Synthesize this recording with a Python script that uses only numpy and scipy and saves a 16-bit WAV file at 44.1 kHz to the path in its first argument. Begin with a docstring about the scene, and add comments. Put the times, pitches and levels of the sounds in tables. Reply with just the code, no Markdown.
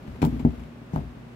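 """In a small room, a small snake strikes and thrashes inside a thin plastic tub, close and a little left.
Its soft body thumps the panels and sets them ringing; its snout and the loose plastic tick.
Its scales brush the floor, the tub shudders while it moves, and once the scales scuff along the wall.
The room answers the thumps and ticks with a short tail, over a steady low mains hum and room air."""
import sys
import numpy as np
from scipy import signal
from scipy.fft import rfft, irfft, next_fast_len
from scipy.io import wavfile
from scipy.ndimage import uniform_filter1d

SR = 44100
rng = np.random.default_rng(int(sys.argv[2]) if len(sys.argv) > 2 else 0)


def unload_wav(signal):
    """Save mono or channel-first audio to the path in sys.argv[1] as 16-bit WAV at rate SR, clipped to [-1, 1]."""
    wavfile.write(
        sys.argv[1],
        SR,
        np.round(np.clip(np.atleast_2d(signal).T, -1, 1) * 32767).astype(np.int16),
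    )


N = 59535
RING_SAMPLES, TICK_SAMPLES = 16384, 3072
WALL_PAN_DB, SCALE_PAN_DB = 6.5, 3


def undb(db):
    """Decibels to gain."""
    return 10 ** (np.asarray(db) / 20)


def unit(x):
    """Scale to rms 1."""
    return x / np.sqrt(np.mean(x ** 2))


def pan(db):
    """Stereo gains that put the left side db above the right."""
    return undb(np.array([[db], [-db]]) / 2)


def fade(age, t60_s):
    """Exponential decay that starts at age 0."""
    return (age >= 0) * np.exp(-np.log(1000) * np.maximum(age, 0) / t60_s)


def convolve(a, b):
    """Convolution cut to the length of the first sound."""
    size = next_fast_len(a.shape[-1] + b.shape[-1], True)
    return irfft(rfft(a, size) * rfft(b, size), size)[..., :a.shape[-1]]


def colour(x, points, tilt_db_per_octave=0):
    """EQ a sound through (freq_hz, gain_db) points and a tilt; rms 1."""
    hz, db = np.array(points, float).T
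    size = next_fast_len(x.shape[-1], True)
    octave = np.log2(np.maximum(np.fft.rfftfreq(size, 1 / SR), 1))
    gain = undb(np.interp(octave, np.log2(hz), db + tilt_db_per_octave * np.log2(hz)))
    return unit(irfft(rfft(x, size) * gain, size)[..., :x.shape[-1]])


def wander(rate_hz):
    """Smooth random drift; rms 1."""
    hold = int(SR / rate_hz)
    steps = np.repeat(rng.standard_normal(N // hold + 1), hold)
    return unit(uniform_filter1d(steps, hold)[:N])


def add(out, sound, start_s):
    """Mix a short sound in at a time."""
    i = int(start_s * SR)
    out[:, i:i + sound.shape[-1]] += sound[:, :N - i]


def mains_hum(t):
    """Low mains tones, each wavering in level and phase."""
    # hum tones: pitch_hz, level_db
    tones = [(60, -62), (119, -49.5), (238, -51), (366, -61)]
    hum = np.zeros(N)
    for pitch_hz, level_db in tones:
        peak = np.sqrt(2) * undb(level_db + 2 * wander(rate_hz=8.4))
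        phase = 2 * np.pi * (pitch_hz * t + rng.random()) + .3 * wander(rate_hz=6.13)
        hum += peak * np.sin(phase)
    return hum


def room_air():
    """A dark bed of noise, nearly mono in the bass and wide higher up."""
    # EQ of the air: freq_hz, gain_db
    air_eq = [(25, -28), (60, -2), (90, -20.5), (150, -1), (250, -7.5), (340, -13), (520, -14),
              (900, -19.5), (1500, -23.5), (2600, -29), (5000, -40.5), (10000, -49), (16000, -52)]
    wide_above_hz = 704
    hz = np.fft.rfftfreq(N, 1 / SR)
    mid, side = colour(rng.standard_normal((2, N)), air_eq)
    side = irfft(rfft(side) * (hz + wide_above_hz / 10) / np.hypot(hz, wide_above_hz), N)
    return undb(-48) * pan(0.5) * np.array([mid + side, mid - side])


def tub_ring(age):
    """The tub rings in four layers: flexing floor, main boom, upper modes and the wall's hollow knock."""
    # modes of the tub: pitch_hz, level_db, t60_s
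    modes = [(51, -27, 0.14), (62.5, -7, 0.38), (83.1, -4.5, 0.17), (112, -4, .1), (158.9, 1, 0.14),
             (235.9, -2.5, 0.15), (247.8, -2.5, 0.15), (287.8, -7.5, .13), (382.6, -12, 0.14),
             (451, -22, 0.15), (639, -12, 0.066), (701, -25.5, 0.15), (771.5, -8, 0.068), (865, -8, 0.058),
             (950, -24.5, 0.048), (1132, -30.5, 0.27), (1220, -20.5, .13)]
    layer_edges_hz, floor_rise_s = [130, 200, 420], 0.007
    layers = np.zeros((4, len(age)))
    for pitch_hz, level_db, t60_s in modes:
        layer = np.searchsorted(layer_edges_hz, pitch_hz)
        layers[layer] -= undb(level_db) * np.sin(2 * np.pi * pitch_hz * age) * fade(age, t60_s)
    floor, boom, upper, wall = layers
    swing = 1 - np.exp(-age / floor_rise_s)  # the heavy floor takes a moment to swing
    return pan(3.5) * floor * swing, pan(3.5) * boom, pan(0.5) * upper, pan(WALL_PAN_DB) * wall


def scale_brush():
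    """Scales catch and slip on the plastic floor in a grainy brush."""
    # EQ of scales on plastic: freq_hz, gain_db
    scale_eq = [(200, 2.5), (600, 14.5), (1500, 4.5), (2600, 1), (5000, -8), (9000, -17), (13000, -10.5),
                (16000, -41)]
    grains = rng.standard_normal((2, N)) * undb(wander(rate_hz=250))
    return undb(-54) * pan(SCALE_PAN_DB) * colour(grains, scale_eq)


def tub_shudder(age):
    """The sliding snake keeps the tub's low modes trembling."""
    floor, boom, upper, _ = tub_ring(age)
    ring = undb(4.5) * floor + boom + undb(6.5) * upper
    return undb(-42) * unit(convolve(rng.standard_normal(N), ring))


def slither(t):
    """Brush and shudder swell and ebb together with the snake's effort."""
    # how hard the snake slithers: time_s, level_db
    effort_curve = [(0, -2), (.12, 0), (.2, -1.5), (.33, 5.5), (.45, -0.5), (.6, 0.5), (.73, -8),
                    (.88, -11), (.96, 6), (1.06, -4), (1.15, -7.5), (1.35, -9)]
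    effort = undb(np.interp(t, *np.array(effort_curve).T))
    return effort * (scale_brush() + tub_shudder(t[:RING_SAMPLES]))


def plastic_ticks(age):
    """Brief bright cracks of snout and loose plastic."""
    # hard ticks: start_s, level_db, tilt_db_per_octave, t60_ms
    ticks = [(0.0771, -15.5, -5, 31), (.1585, -21, -3, 59), (.2184, 2, -1.5, 17.7), (0.2233, -1.5, 0, 24),
             (0.2274, -1.5, -2.5, 33), (.2390, -7.5, -0.5, 49), (0.2508, -0.5, 3, 2.7),
             (0.2501, -4.5, 9, 13), (.2560, -17.5, 7.5, 84), (.3950, -15.5, -1, 90), (.4490, -2.5, -8, 20),
             (.5075, -20, -1, 19), (.5960, -22.5, -1, 54), (0.6363, -19.5, -0.5, 17),
             (.9602, -12, 1.5, 9.4)]
    # EQ of a tick: freq_hz, gain_db
    tick_eq = [(200, -23), (600, 7.5), (900, 7.5), (1700, -3), (2300, 7), (3200, -2.5), (4500, -6),
               (6200, -12), (7600, -7.5), (9000, -17), (13000, -15), (16000, -18)]
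    out = np.zeros((2, N))
    for start_s, level_db, tilt_db_per_octave, t60_ms in ticks:
        noise = colour(rng.standard_normal((2, len(age))), tick_eq, tilt_db_per_octave)
        add(out, undb(level_db - 30) * noise * fade(age, t60_ms / 1000), start_s)
    return out


def body_thumps(age):
    """Each soft blow pushes the wall and rings the modes and panels; a longer contact is duller."""
    # body blows: time_s, level_db, contact_ms, floor_db, upper_db, wall_db, pitch_ratio
    blows = [(.0810, -22, 3.8, -13, -1, 12.5, 0.89), (0.107, -21.5, 8.5, 7, 9.5, 9, 1.0),
             (0.2184, -17, 1.5, -11, 6.5, 1, 1.0), (0.229, -2, 1.66, -4, 0, 0, 1.02),
             (0.2415, -6, 1.62, -15, -21, -1, 1.0), (.2550, -10.5, 1.54, 5.5, -0.5, 3, 1.0),
             (0.272, -14, 3.85, -9, 8.5, 9, 1.0), (0.327, -13, 6.7, 2.5, 6, 15, 1.03),
             (.3430, -18, 4.6, 9, 6.5, 13, 1.03), (0.362, -22, 3.6, 0, 1.5, -4, 1.1),
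             (.4010, -21.5, 2.2, -17, 7.5, 4, 1.0), (0.428, -14, 5.1, 4, -3, 10, 1.14),
             (0.4504, -0.5, 2.8, 1, 2.5, 5.5, 1.0), (0.471, -15.5, 8.3, 2.5, 12, -1, 1.0),
             (0.536, -31.5, 2.9, -0.5, 8, 13, 1.0), (0.581, -32, 4.7, 19.5, 13.5, -4, 1.01),
             (0.649, -23.5, 4.3, -6, -21, 3, 1.0), (0.817, -30.5, 3.1, -10, 5.5, -10, 0.974),
             (0.9361, -6, 2.65, -19, -16, -1, 1.06), (0.9614, -9.5, 1.42, 1.5, -3.5, 4.5, 1.0),
             (0.98, -17.5, 1.44, -18, 2, -1, 0.92), (1.024, -23.5, 5.6, 12.5, 1.5, 9, 1.0),
             (1.075, -31, 7.44, 12, -5.5, 2, 1.0), (1.17, -31, 6.7, 3, 12, -5, 1.0)]
    # EQ of the dense panel ring: freq_hz, gain_db
    panel_eq = [(150, -18), (450, -1.5), (850, -2.5), (1300, -9), (2500, -8.5), (6000, -20.5)]
    lead_s, settle_s = .01, 0.036
    floor, boom, upper, wall = tub_ring(age)
    from_peak_ms = (age[age < 2 * lead_s] - lead_s) * 1000
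    wall_push = undb(-7) * (age == 0) * SR / 1000  # an impulse: the contact pulse itself is heard
    damping = fade(np.maximum(age - settle_s, 0), t60_s=0.36)  # the body settles against the panel
    out = np.zeros((2, N))
    for time_s, level_db, contact_ms, floor_db, upper_db, wall_db, pitch_ratio in blows:
        contact = np.exp(-np.pi * (np.pi * from_peak_ms / contact_ms) ** 2)
        modes = undb(floor_db) * floor + boom + undb(upper_db) * upper + undb(wall_db) * wall
        pitched = np.array([np.interp(age * pitch_ratio, age, side) for side in modes])
        panel = colour(rng.standard_normal((2, RING_SAMPLES)), panel_eq) * fade(age, t60_s=0.19)
        ring = pitched + pan(WALL_PAN_DB) * (undb(wall_db - 16.5) * panel + wall_push)
        thump = convolve(ring * damping, contact / contact.sum())
        add(out, undb(level_db - 12) * thump, time_s - lead_s)
    return out


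def room_tail(x):
    """The small room's short diffuse answer, different on each side."""
    predelay_s = 0.0041
    decay = fade(np.arange(RING_SAMPLES) / SR - predelay_s, t60_s=0.14)
    tail = rng.standard_normal((2, RING_SAMPLES)) * decay
    return convolve(x, unit(tail) / np.sqrt(RING_SAMPLES))


def wall_scuff(t):
    """One quick hiss: scales wipe along the wall as the snake presses into the corner."""
    # EQ of scales on the wall: freq_hz, gain_db
    scuff_eq = [(2000, -27), (4800, -6), (6200, 3), (7600, -5), (9500, -15), (15000, -24)]
    peak_s, width_s = .942, .011
    swell = np.exp(-((t - peak_s) / width_s) ** 2)
    return undb(-60) * pan(SCALE_PAN_DB) * swell * colour(rng.standard_normal((2, N)), scuff_eq)


def lag_right(x, lag_ms):
    """The right side is a little farther from the tub and hears it later."""
    samples = np.arange(N)
    return np.array([x[0], np.interp(samples - lag_ms * SR / 1000, samples, x[1])])


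def scene():
    """The snake in its tub and the room's answer, over hum and air."""
    t = np.arange(N) / SR
    bed = mains_hum(t) + room_air()
    sliding = slither(t) + wall_scuff(t)
    thumps = body_thumps(t[:RING_SAMPLES])
    ticks = plastic_ticks(t[:TICK_SAMPLES])
    direct = lag_right(thumps + pan(11.5) * ticks + sliding, lag_ms=.33)
    reverb = room_tail(undb(-14.5) * thumps[0] + undb(-6) * ticks[0])
    return direct + reverb + bed


def record(dry):
    """Roll off the deepest bass and cut the very top steeply."""
    low_cut_hz, high_cut_hz = 54, 15700
    thinned = signal.sosfilt(signal.butter(2, low_cut_hz, "high", fs=SR, output="sos"), dry)
    return signal.sosfilt(signal.ellip(10, .2, 80, high_cut_hz, fs=SR, output="sos"), thinned)


dry = scene()
out = record(dry)
unload_wav(out)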